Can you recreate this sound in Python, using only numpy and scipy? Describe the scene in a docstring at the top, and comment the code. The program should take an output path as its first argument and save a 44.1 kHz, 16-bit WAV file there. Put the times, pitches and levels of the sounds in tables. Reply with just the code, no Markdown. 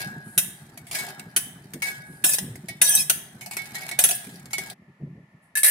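"""Boiled corn into a steel mixer jar

Kernels are pushed off a steel plate, close by, in a small kitchen. The plate clinks and scrapes
on steel; soft kernels patter into the jar and set its wall ringing. Handling thumps and rumbles
in the bass. After a pause the plate is put down with a clatter."""
import sys
import numpy as np
from scipy import signal
from scipy.fft import rfft, irfft, next_fast_len
from scipy.io import wavfile

SR = 44100
rng = np.random.default_rng(int(sys.argv[2]) if len(sys.argv) > 2 else 0)


def inscribe(sig):
    """Save sig as 16-bit PCM at rate SR to the path in sys.argv[1].

    A 1-D sig is mono; a 2-D sig holds one channel per row.
    Samples are clipped to [-1, 1] before scaling.
    """
    pcm = np.round(np.clip(np.atleast_2d(sig).T, -1, 1) * 32767)
    wavfile.write(sys.argv[1], SR, pcm.astype(np.int16))


N = 251762
TIME = np.arange(N) / SR
AGE = TIME[:SR]   # seconds since a blow
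PAUSE_START_S, PAUSE_END_S = 4.735, 5.55

# Weaker modes of the jar wall. Each row: frequency in Hz, relative level in dB, t60 in seconds.
JAR_MODES = [(2702, -19, .16), (3055, -19, .28), (3488, -19, .32), (3728, -19, .25), (4080, -15, .22),
             (4270, -16, .12), (4627, -13, .12), (5211, -17, .15), (5303, -19, .2), (6100, -16, .12)]


def from_db(db):
    """Decibels to gain."""
    return 10 ** (np.asarray(db) / 20)


def unit_rms(x):
    """Scale to unit power."""
    return x / np.sqrt(np.mean(x ** 2) + 1e-20)


def at_hz(points, hz):
    """Read a table on a log-frequency axis."""
    point_hz, value = np.transpose(points)
    return np.interp(np.log(np.maximum(hz, 1)), np.log(point_hz), value)


def decay(t60_s):
    """One second of envelope, falling 60 dB per t60_s."""
    return from_db(-60 * AGE / t60_s)


def stroke(start_s, length_s, attack_s, sag_db_per_s, release_t60_s):
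    """Envelope of a movement: swell, sag, release."""
    age = np.maximum(TIME - start_s, 0)
    fall_db = sag_db_per_s * age + 60 * np.maximum(age - length_s, 0) / release_t60_s
    return (1 - np.exp(-age / attack_s)) * from_db(-fall_db)


def wander(step_s):
    """One second of bounded random drift."""
    return np.interp(AGE / step_s, np.arange(200), np.clip(rng.standard_normal(200), -2, 1.5))


def add(out, start_s, sound):
    """Mix a stereo sound in at start_s."""
    at = max(round(start_s * SR), 0)
    out[:, at:at + sound.shape[1]] += sound[:, :N - at]


def butter(x, hz, kind, order=4):
    """Butterworth filter."""
    return signal.sosfilt(signal.butter(order, hz, kind, fs=SR, output="sos"), x)


def noise(colour, size, low_hz=0, high_hz=SR, nodes_db=0, node_spacing_hz=170, mode_spacing_hz=0):
    """Stereo noise, rms 1. A contact point favours some bands by nodes_db; mode spacing thins to tones."""
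    # Each row: frequency in Hz, left-right correlation.
    likeness = [(150, 1), (350, 1), (700, 0.72), (1500, 0.044), (16000, 0.092)]
    # Each row: frequency in Hz, left minus right in dB.
    balance = [(200, -0.05), (700, -1.5), (1500, 0.6), (5000, 1.5), (9500, -1.5), (13000, 1.5)]
    length = next_fast_len(size)
    hz = np.fft.rfftfreq(length, 1 / SR)
    mid, side = rfft(rng.standard_normal((2, length)))
    nodes = np.interp(hz / node_spacing_hz, np.arange(400), np.minimum(rng.standard_normal(400), 1.2))
    alike, sides = at_hz(likeness, hz), np.array([[1], [-1]])
    spectrum = np.sqrt(1 + alike) * mid + np.sqrt(1 - alike) * side * sides
    gain = from_db(at_hz(colour, hz) + nodes_db * nodes + sides * at_hz(balance, hz) / 2)
    kept = (hz > max(low_hz, colour[0][0] / 2)) & (hz < min(high_hz, colour[-1][0] * 2))
    kept &= rng.random(len(hz)) * mode_spacing_hz < hz[1]
    return unit_rms(irfft(gain * kept * spectrum, length)[:, :size])


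def ring(modes, scatter_db, apart_rad=np.pi / 2):
    """Struck modes with random strengths and phases, out of step between left and right."""
    out = np.zeros((2, SR))
    for hz, db, t60_s in modes:
        phase = rng.uniform(0, 2 * np.pi) + np.array([[0], [rng.choice([-1, 1]) * apart_rad]])
        gain = from_db(db + scatter_db * rng.standard_normal((2, 1)))
        age = AGE[AGE < t60_s]
        out[:, :len(age)] += gain * np.sin(2 * np.pi * hz * age + phase) * from_db(-60 * age / t60_s)
    return out


def grains(colour, per_s, skew_db, t60_s, nodes_db=0, dwell_s=0.03, spots=6):
    """Tiny uneven contacts wander over a few spots, each with its own noise burst; rms 1."""
    sizes = from_db(skew_db * np.minimum(rng.exponential(1, N), 3)) * rng.choice([-1, 1], N)
    clicks = sizes * (rng.random(N) < per_s / SR)
    spot = np.floor(TIME / dwell_s + rng.random(N)) % spots
    out = 0
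    for k in range(spots):
        burst = noise(colour, SR // 10, nodes_db=nodes_db) * decay(t60_s)[:SR // 10]
        out += signal.oaconvolve((clicks * (spot == k))[None], burst, axes=1)[:, :N]
    return unit_rms(out)


def kernels(wall_swell_s=0.0054, fall_s=0.02):
    """Single kernels tick on steel and ring the wall; loads rustle, plop on the heap and ring the rim."""
    # Each row: start in seconds, tick in dB, its t60 in seconds, wall ring in relative dB.
    hits = [(0.0, -33.5, .1, -32), (0.7747, -33, .07, -52), (0.868, -41.5, 0.3, -47),
            (0.912, -26.5, 0.17, -38), (0.9481, -22, 0.21, -27), (0.987, -26, 0.18, -23.5),
            (1.1954, -28.5, .045, -47), (1.7355, -28.5, 0.071, -59), (1.8209, -21, 0.11, -22),
            (1.875, -31.5, 0.16, -27.5), (2.556, -34, 0.059, -73), (2.685, -28, 0.092, -23.5),
            (3.4102, -33.5, 0.17, -42), (3.4609, -31, 0.1, -47), (3.5107, -30, 0.18, -34.5),
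            (3.534, -32.5, .08, -44.5), (3.5679, -20.5, 0.07, -28.5), (3.586, -42.5, 0.056, -24.5),
            (3.6564, -33.5, 0.04, -52.5), (3.7522, -27.5, 0.091, -29), (3.792, -32, 0.027, -47.5),
            (3.8178, -33, 0.097, -31), (3.8656, -29.5, 0.022, -45), (3.890, -22.5, .045, -35),
            (3.913, -25, 0.08, -26.5), (4.395, -45, 0.04, -55), (4.457, -37, 0.053, -50),
            (4.508, -39, 0.17, -63), (4.5318, -20, 0.088, -23.5), (4.5825, -21.5, 0.09, -30),
            (4.7, -30, 0.066, -68)]
    # Loads leave the plate. Each row: start and length in seconds, rustle and plops in dB.
    pours = [(-0.02, 0.028, -28.5, -40.5), (0.921, 0.18, -33, -38.5), (1.825, 0.069, -30.5, -55),
             (3.56, 0.31, -41.5, -49), (3.73, 0.18, -40.5, -48), (4.12, 0.27, -41.5, -81),
             (4.584, 0.15, -40, -47.5)]
    # Spectra of a kernel on steel and on the heap. Each row: frequency in Hz, density in dB.
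    tick_colour = [(180, -45), (300, -26.5), (392, -3.5), (511, -31.5), (667, -4.5), (1190, -14.5),
                   (1870, -4), (2500, -2.5), (3000, -10.5), (4520, -6.5), (5700, -9.5), (7400, -7),
                   (10300, -4), (16000, -16)]
    plop_colour = [(300, -10.5), (400, -1.5), (480, -21.5), (690, 3.5), (800, 0.5), (1000, -9),
                   (1250, -8.5), (1700, -1), (2600, -38.5)]
    # Main wall notes and beating rim modes. Each row: frequency in Hz, relative dB, t60 in seconds.
    wall_modes = [(1910, -13, .17), (2219, -3, .2), (2238, -9, .14)]
    rim_modes = [(1491, -14, 1.2), (1514, -15, 1.2), (1652, 2, 1.05), (1733, -12, .6)]
    out = np.zeros((2, N))
    swell = 1 - np.exp(-AGE / wall_swell_s)
    for start_s, tick_db, t60_s, wall_db in hits:
        tick = from_db(tick_db) * noise(tick_colour, SR, nodes_db=8) * decay(t60_s)
        wall = ring(wall_modes, scatter_db=6.8) + from_db(-4) * ring(JAR_MODES, scatter_db=2)
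        add(out, start_s, tick + from_db(wall_db + 3) * wall * swell)
    held = TIME < PAUSE_START_S
    rustle, plops = from_db(-58) * held, from_db(-56) * held   # faint shifting between loads
    for start_s, length_s, rustle_db, plop_db in pours:
        rustle += from_db(rustle_db) * stroke(start_s, length_s, 0.011, 50, release_t60_s=0.31)
        plops += from_db(plop_db) * stroke(start_s, length_s, 0.031, 28, release_t60_s=0.9)
        rim = ring(rim_modes, scatter_db=0, apart_rad=2.1) * swell
        add(out, start_s + fall_s, from_db(rustle_db - 2.5) * rim)
    out += rustle * grains(tick_colour, per_s=450, skew_db=4.5, t60_s=0.03, nodes_db=6)
    out += from_db(-6.5) * wall_patter(rustle)
    return out + plops * grains(plop_colour, per_s=360, skew_db=3, t60_s=0.12, nodes_db=4)


def wall_patter(flow, per_s=220):
    """Falling kernels keep striking the jar wall; its modes build up and ring on."""
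    strikes = flow * rng.choice([-1, 1], N) * (rng.random(N) < per_s / SR)
    return signal.oaconvolve(strikes[None], ring(JAR_MODES, scatter_db=3), axes=1)[:, :N]


def handling(rumble_peak_hz=141, bump_t60_s=0.093, bump_swell_s=0.0054):
    """Dull bumps over a lumpy rumble that lasts while the plate is held and swells as the grip shifts."""
    # Each row: start and length in seconds, relative level in dB.
    grips = [(2.403, 0.19, -34), (4.266, 0.58, -50), (4.996, 0.18, -37)]
    # Each row: start in seconds, relative level in dB, pitch in Hz.
    bumps = [(0.059, -24.5, 150), (0.159, -28.5, 160), (0.262, -29.5, 160), (0.369, -27.5, 150),
             (1.262, -34.5, 170), (1.457, -38, 170), (1.652, -34, 170), (1.739, -27.5, 180),
             (1.754, -28, 240), (2.106, -43, 150), (2.222, -32, 140), (2.695, -27, 140),
             (4.266, -28.5, 173), (4.335, -38.5, 190), (4.879, -32.5, 140), (5.03, -25, 140),
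             (5.341, -40.5, 140)]
    # Each row: frequency in Hz, density in dB.
    rumble_colour = [(15, -60.5), (25, -7.5), (54, -33.5), (123, -2), (141, 5), (243, -7.5), (281, -15.5),
                     (392, -12), (425, -49), (600, -38), (780, -42.5), (1320, -120)]
    level = from_db(-47) * stroke(0, PAUSE_START_S, 0.003, 0.4, release_t60_s=0.51)
    for start_s, length_s, db in grips:
        level += from_db(db) * stroke(start_s, length_s, 0.014, 45, release_t60_s=0.77)
    out = level * grains(rumble_colour, per_s=140, skew_db=-0.44, t60_s=0.17)
    envelope = decay(bump_t60_s) * (1 - np.exp(-AGE / bump_swell_s))
    for start_s, db, pitch_hz in bumps:
        colour = [(hz * pitch_hz / rumble_peak_hz, density) for hz, density in rumble_colour]
        add(out, start_s, from_db(db) * noise(colour, SR) * envelope)
    return from_db(-1) * butter(out, 650, "low")


def room_hush(level_db=-60):
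    """Steady, faint background noise."""
    # Each row: frequency in Hz, density in dB.
    colour = [(15, -29), (25, -28.5), (180, 3.5), (463, -17), (624, -7), (714, -11.5), (887, -11),
              (1440, -14.5), (1560, -28.5), (1740, -4.5), (3430, -27.5), (8590, -36.5), (9320, -44.5),
              (10400, -30.5), (16000, -53)]
    return from_db(level_db) * noise(colour, N)


def hisses():
    """A faint high hiss swells ahead of some clinks."""
    # Each row: start and length in seconds, level in dB.
    swells = [(0.232, 0.17, -50), (2.036, 0.17, -54), (5.417, 0.021, -61)]
    # Each row: frequency in Hz, density in dB.
    colour = [(6000, -23.5), (8000, -8), (9500, 0.5), (11000, -3), (14000, -23)]
    level = sum(from_db(db) * stroke(start_s, length_s, 0.026, 9.5, release_t60_s=0.22)
                for start_s, length_s, db in swells)
    return level * noise(colour, N)


def clinks(chatter_t60_s=0.232, damped_t60_s=0.082, shimmer_t60_s=0.43):
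    """Steel on steel: a hard touch, brief chatter, then the hand damps the crash; high modes ring on."""
    # Each row: start in seconds, treble and body clank in relative dB, chatter length in seconds.
    knocks = [(0.3776, -8, -23, 0.014), (1.363, -11.5, -24, 0.012), (2.2414, -10, -24.5, 0.0094),
              (2.294, -19.5, -41, 0.011), (2.334, -16.5, -36, 0.0074), (2.384, -23, -30.5, 0.0064),
              (2.816, -7, -21.5, 0.01), (2.892, -11.5, -44, 0.0073), (2.9504, -9, -49.5, 0.009),
              (3.097, -8, -20, 0.007), (3.9895, -11, -24, 0.008), (4.0387, -6, -21.5, 0.012),
              (4.0881, -18.5, -30.5, 0.0089), (4.1088, -17.5, -29, 0.0088), (4.15, -24.5, -57, .012)]
    # Spectra of the crash and of the plate's weaker modes. Each row: frequency in Hz, density in dB.
    crash_colour = [(150, -24.5), (250, -9.5), (493, -8.5), (662, -2), (1220, -18), (1490, 3.5), (1810, -6),
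                    (1970, 0.5), (2220, -9.5), (2600, 1), (3400, -0.5), (4100, -3.5), (5070, -11.5),
                    (5830, 0), (7400, -3.5), (9830, 3.5), (14900, -11.5), (16000, -10)]
    shimmer_colour = [(1400, -12), (2500, -10), (4400, -22), (6300, 1), (7400, -7), (8700, 1.5),
                      (10500, 4.5), (12000, -6), (14000, -7.5), (16000, -15.5)]
    # Held plate. Each row: frequency in Hz, relative level in dB, t60 in seconds.
    plate_modes = [(1550, -14, 0.051), (1700, -13.5, 0.32), (2610, -10.5, .17), (3390, -11.5, 0.12),
                   (3870, -14.5, 0.181), (5800, -6, 0.14), (8500, -10, 0.51), (9520, -8.5, 0.41),
                   (10340, -3.5, .35), (10500, -9, 0.3), (11200, -9, 0.43), (12800, -12.5, 0.41)]
    out = np.zeros((2, N))
    first_touch = 0.36 * decay(0.024)
    for start_s, treble_db, clank_db, chatter_s in knocks:
        treble = from_db(treble_db) * noise(crash_colour, SR, low_hz=7900, nodes_db=10)
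        mids = from_db(clank_db + 3.5) * noise(crash_colour, SR, low_hz=4220, high_hz=7300, nodes_db=7.5)
        body = from_db(clank_db + 3) * noise(crash_colour, SR, high_hz=4170, nodes_db=5)
        chatter = decay(chatter_t60_s) * np.interp(AGE - chatter_s, AGE, decay(damped_t60_s))
        crash = (treble + mids + body) * (chatter + first_touch) * (1 - decay(0.0029))
        shimmer = noise(shimmer_colour, SR, nodes_db=8.5, mode_spacing_hz=77.6) * decay(shimmer_t60_s)
        ringing = from_db(-20.5) * shimmer + from_db(-16) * ring(plate_modes, scatter_db=2.5)
        add(out, start_s, crash + from_db(treble_db) * ringing)
    return out


def scrapes():
    """The edge bites and rings, then slides: dense slips rasp and sing under the hand's pressure."""
    # Each row: start and length in seconds, then bite, rasp, squeal and mid-stroke swell in dB.
    slides = [(2.239, 0.11, -15, -20, -19, -1.5), (2.814, 0.21, -12.5, -29, -21, 6),
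              (3.988, 0.03, -15, -27, -27, 0.5), (4.041, 0.109, -23, -37, -30.5, 4)]
    # Spectrum of a slip. Each row: frequency in Hz, density in dB.
    slip_colour = [(300, -10.5), (700, 0), (1100, -10), (1650, -13.5), (2900, -13), (4500, -17.5),
                   (6000, -10.5), (8000, 5), (9900, -3), (11000, 0.5), (12000, -4.5), (13000, 1),
                   (14700, -3), (16000, -12.5)]
    # Each row: frequency in Hz, relative level in dB, t60 in seconds.
    bite_modes = [(1700, -8, .1), (2460, -4, .06), (3630, -5, .07), (4450, -7, .06), (8330, -3, .07)]
    friction, singing = np.zeros(N), np.zeros((2, N))
    for start_s, length_s, bite_db, rasp_db, squeal_db, swell_db in slides:
        progress = np.clip((TIME - start_s) / length_s, 0, 1)
        pressure = from_db(swell_db * np.sin(np.pi * progress ** 1.3))
        sliding = pressure * stroke(start_s, length_s, 0.016, 3, release_t60_s=0.065)
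        biting = stroke(start_s, length_s, 0.003, 418.5, release_t60_s=0.13)
        friction += from_db(rasp_db) * sliding + from_db(bite_db) * biting
        tones = np.zeros((2, N))
        add(tones, start_s, squeal())
        singing += from_db(squeal_db) * sliding * tones
        add(singing, start_s, from_db(bite_db) * ring(bite_modes, scatter_db=3) * (1 - decay(0.014)))
    slips = grains(slip_colour, per_s=510, skew_db=-1.5, t60_s=0.024, nodes_db=11, dwell_s=0.06, spots=3)
    return friction * butter(slips, 600, "high") + singing


def squeal(flicker_db=8, glide_share=0.014, glide_below_hz=7500, top_bend_hz=22):
    """The travelling contact pumps narrow resonances in turn and bends them, the highest least."""
    # Each row: frequency and width in Hz, relative level in dB.
    resonances = [(1705, 45, -10), (2460, 60, -9), (2595, 45, -10), (3120, 45, -12), (3320, 70, -9),
                  (3860, 55, -1), (4450, 90, -6), (4850, 40, -11), (5340, 70, -4), (5720, 45, -8),
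                  (6060, 100, -1), (6370, 45, -7), (7800, 120, -9), (8380, 110, -6), (9090, 50, -6),
                  (9370, 80, -4), (9620, 45, 2), (9735, 40, 3), (9866, 40, 1), (10120, 130, 1),
                  (11150, 110, -6), (12770, 70, -1), (12980, 70, -4), (14450, 200, -8)]
    real, imaginary = rng.standard_normal((2, 2, SR))
    out = 0
    for hz, width_hz, db in resonances:
        pole = np.exp(-np.pi * width_hz / SR)
        drive = np.roll(real + 1j * imaginary, rng.integers(SR), axis=1)
        swing = signal.lfilter([(1 - pole) ** 2], [1, -2 * pole, pole * pole], drive)
        bend_hz = glide_share * hz if hz < glide_below_hz else top_bend_hz
        phase = 2 * np.pi * np.cumsum(hz + bend_hz * wander(step_s=0.045)) / SR
        out += from_db(db + flicker_db * wander(step_s=0.032)) * (swing * np.exp(1j * phase)).real
    return unit_rms(out)


def clumps():
    """Clumps land on the heap and sound the air in the jar: soft, hollow knocks."""
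    # Each row: start in seconds, level in dB.
    landings = [(3.465, -30.5), (3.9905, -22.5), (4.014, -30), (4.091, -22.5), (4.113, -20.5), (4.62, -37),
                (4.71, -35.5)]
    # Each row: frequency in Hz, relative level in dB, t60 in seconds.
    air_modes = [(659, 0, 0.045), (714, 2, 0.067), (875, -11, 0.033)]
    out = np.zeros((2, N))
    for start_s, db in landings:
        add(out, start_s, from_db(db) * ring(air_modes, scatter_db=2) * (1 - decay(0.026)))
    return out


def pause(depth_db=-34, fade_s=0.013):
    """Gain dip that stops the ringing short and lasts until the plate is put down."""
    corners_s = [PAUSE_START_S, PAUSE_START_S + fade_s, PAUSE_END_S - fade_s, PAUSE_END_S]
    return from_db(np.interp(TIME, corners_s, [0, depth_db, depth_db, 0]))


def set_down():
    """The plate lands on one edge and rattles flat, ringing freely; it carries no bass."""
    # Each row: start in seconds, treble and low ring in relative dB, crash t60 in seconds.
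    bounces = [(5.554, -22.5, -16, 0.16), (5.572, -16.5, -31, 0.15), (5.6324, -9.5, -46, 0.09),
               (5.644, -9.5, -15, 0.13), (5.663, -11.5, -18, 0.11), (5.68, -16, -30, 0.48)]
    # Each row: frequency in Hz, density in dB.
    crash_colour = [(240, -39), (450, -13.5), (760, -27), (1000, -23), (1310, -29.5), (1600, -12),
                    (1950, -9), (2700, -12.5), (3370, -19), (3930, -14), (4700, -17), (5700, -15),
                    (6440, -16.5), (7400, -17), (8500, -8), (10100, -3), (12100, -9), (15000, -17),
                    (16000, -18)]
    # Free plate. Each row: frequency in Hz, relative level in dB, t60 in seconds.
    low_modes = [(1711, -7, .12), (1732, -1, .15), (2099, -15, .2), (2676, -17, .2), (3835, -16, .2),
                 (6035, -21, .3), (7357, -17, .35)]
    high_modes = [(7991, -5, .25), (8275, -6, .3), (8450, 0, .28), (8926, 0, .25), (9074, -4, .3),
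                  (9741, -4, .25), (10103, 1, .25), (10296, 0, .28), (10864, -8, .25), (11050, -4, .25),
                  (12150, -3, .35)]
    out = np.zeros((2, N))
    for start_s, treble_db, low_db, t60_s in bounces:
        crash = from_db(treble_db + 1) * noise(crash_colour, SR, nodes_db=3, mode_spacing_hz=57)
        high = from_db(treble_db - 12) * ring(high_modes, scatter_db=6)
        low = from_db(low_db) * ring(low_modes, scatter_db=3.5) * (1 - decay(0.0077))
        add(out, start_s, crash * decay(t60_s) + high + low)
    return butter(out, 600, "high")


def kitchen(x, wet_db=-10, build_s=0.00088):
    """Hard walls return a diffuse tail that dies soonest in the treble."""
    # Each row: frequency in Hz, t60 in seconds.
    room_t60 = [(300, 0.61), (2000, 0.63), (6000, 0.34), (10000, 0.41), (15000, 0.31)]
    edges_hz = np.geomspace(200, 17000, 10)
    white, tail = rng.standard_normal((2, SR)), 0
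    for low, high in zip(edges_hz, edges_hz[1:]):
        tail += butter(white, [low, high], "band", order=2) * decay(at_hz(room_t60, np.sqrt(low * high)))
    tail = unit_rms(tail * (1 - np.exp(-AGE / build_s))) / np.sqrt(SR)
    return from_db(wet_db) * signal.fftconvolve(x, tail, axes=1)[:, :N]


def scene():
    """Steel and corn in the kitchen, over handling noise and room hush."""
    steel = clinks() + scrapes() + set_down()
    corn = kernels() + clumps()
    room = kitchen(steel + from_db(-3) * corn)   # the jar shields the room from the kernels
    return from_db(-2.5) * (steel + corn + room) * pause() + hisses() + handling() + room_hush()


def record(dry, low_cut_hz=65, top_cut_hz=16300):
    """A small microphone loses the deep bass; peaks are rounded off and the top is cut."""
    rounded = np.tanh(butter(dry, low_cut_hz, "high", order=2))
    return signal.sosfilt(signal.cheby2(16, 60, top_cut_hz, fs=SR, output="sos"), rounded)


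dry = scene()
out = record(dry)
inscribe(out)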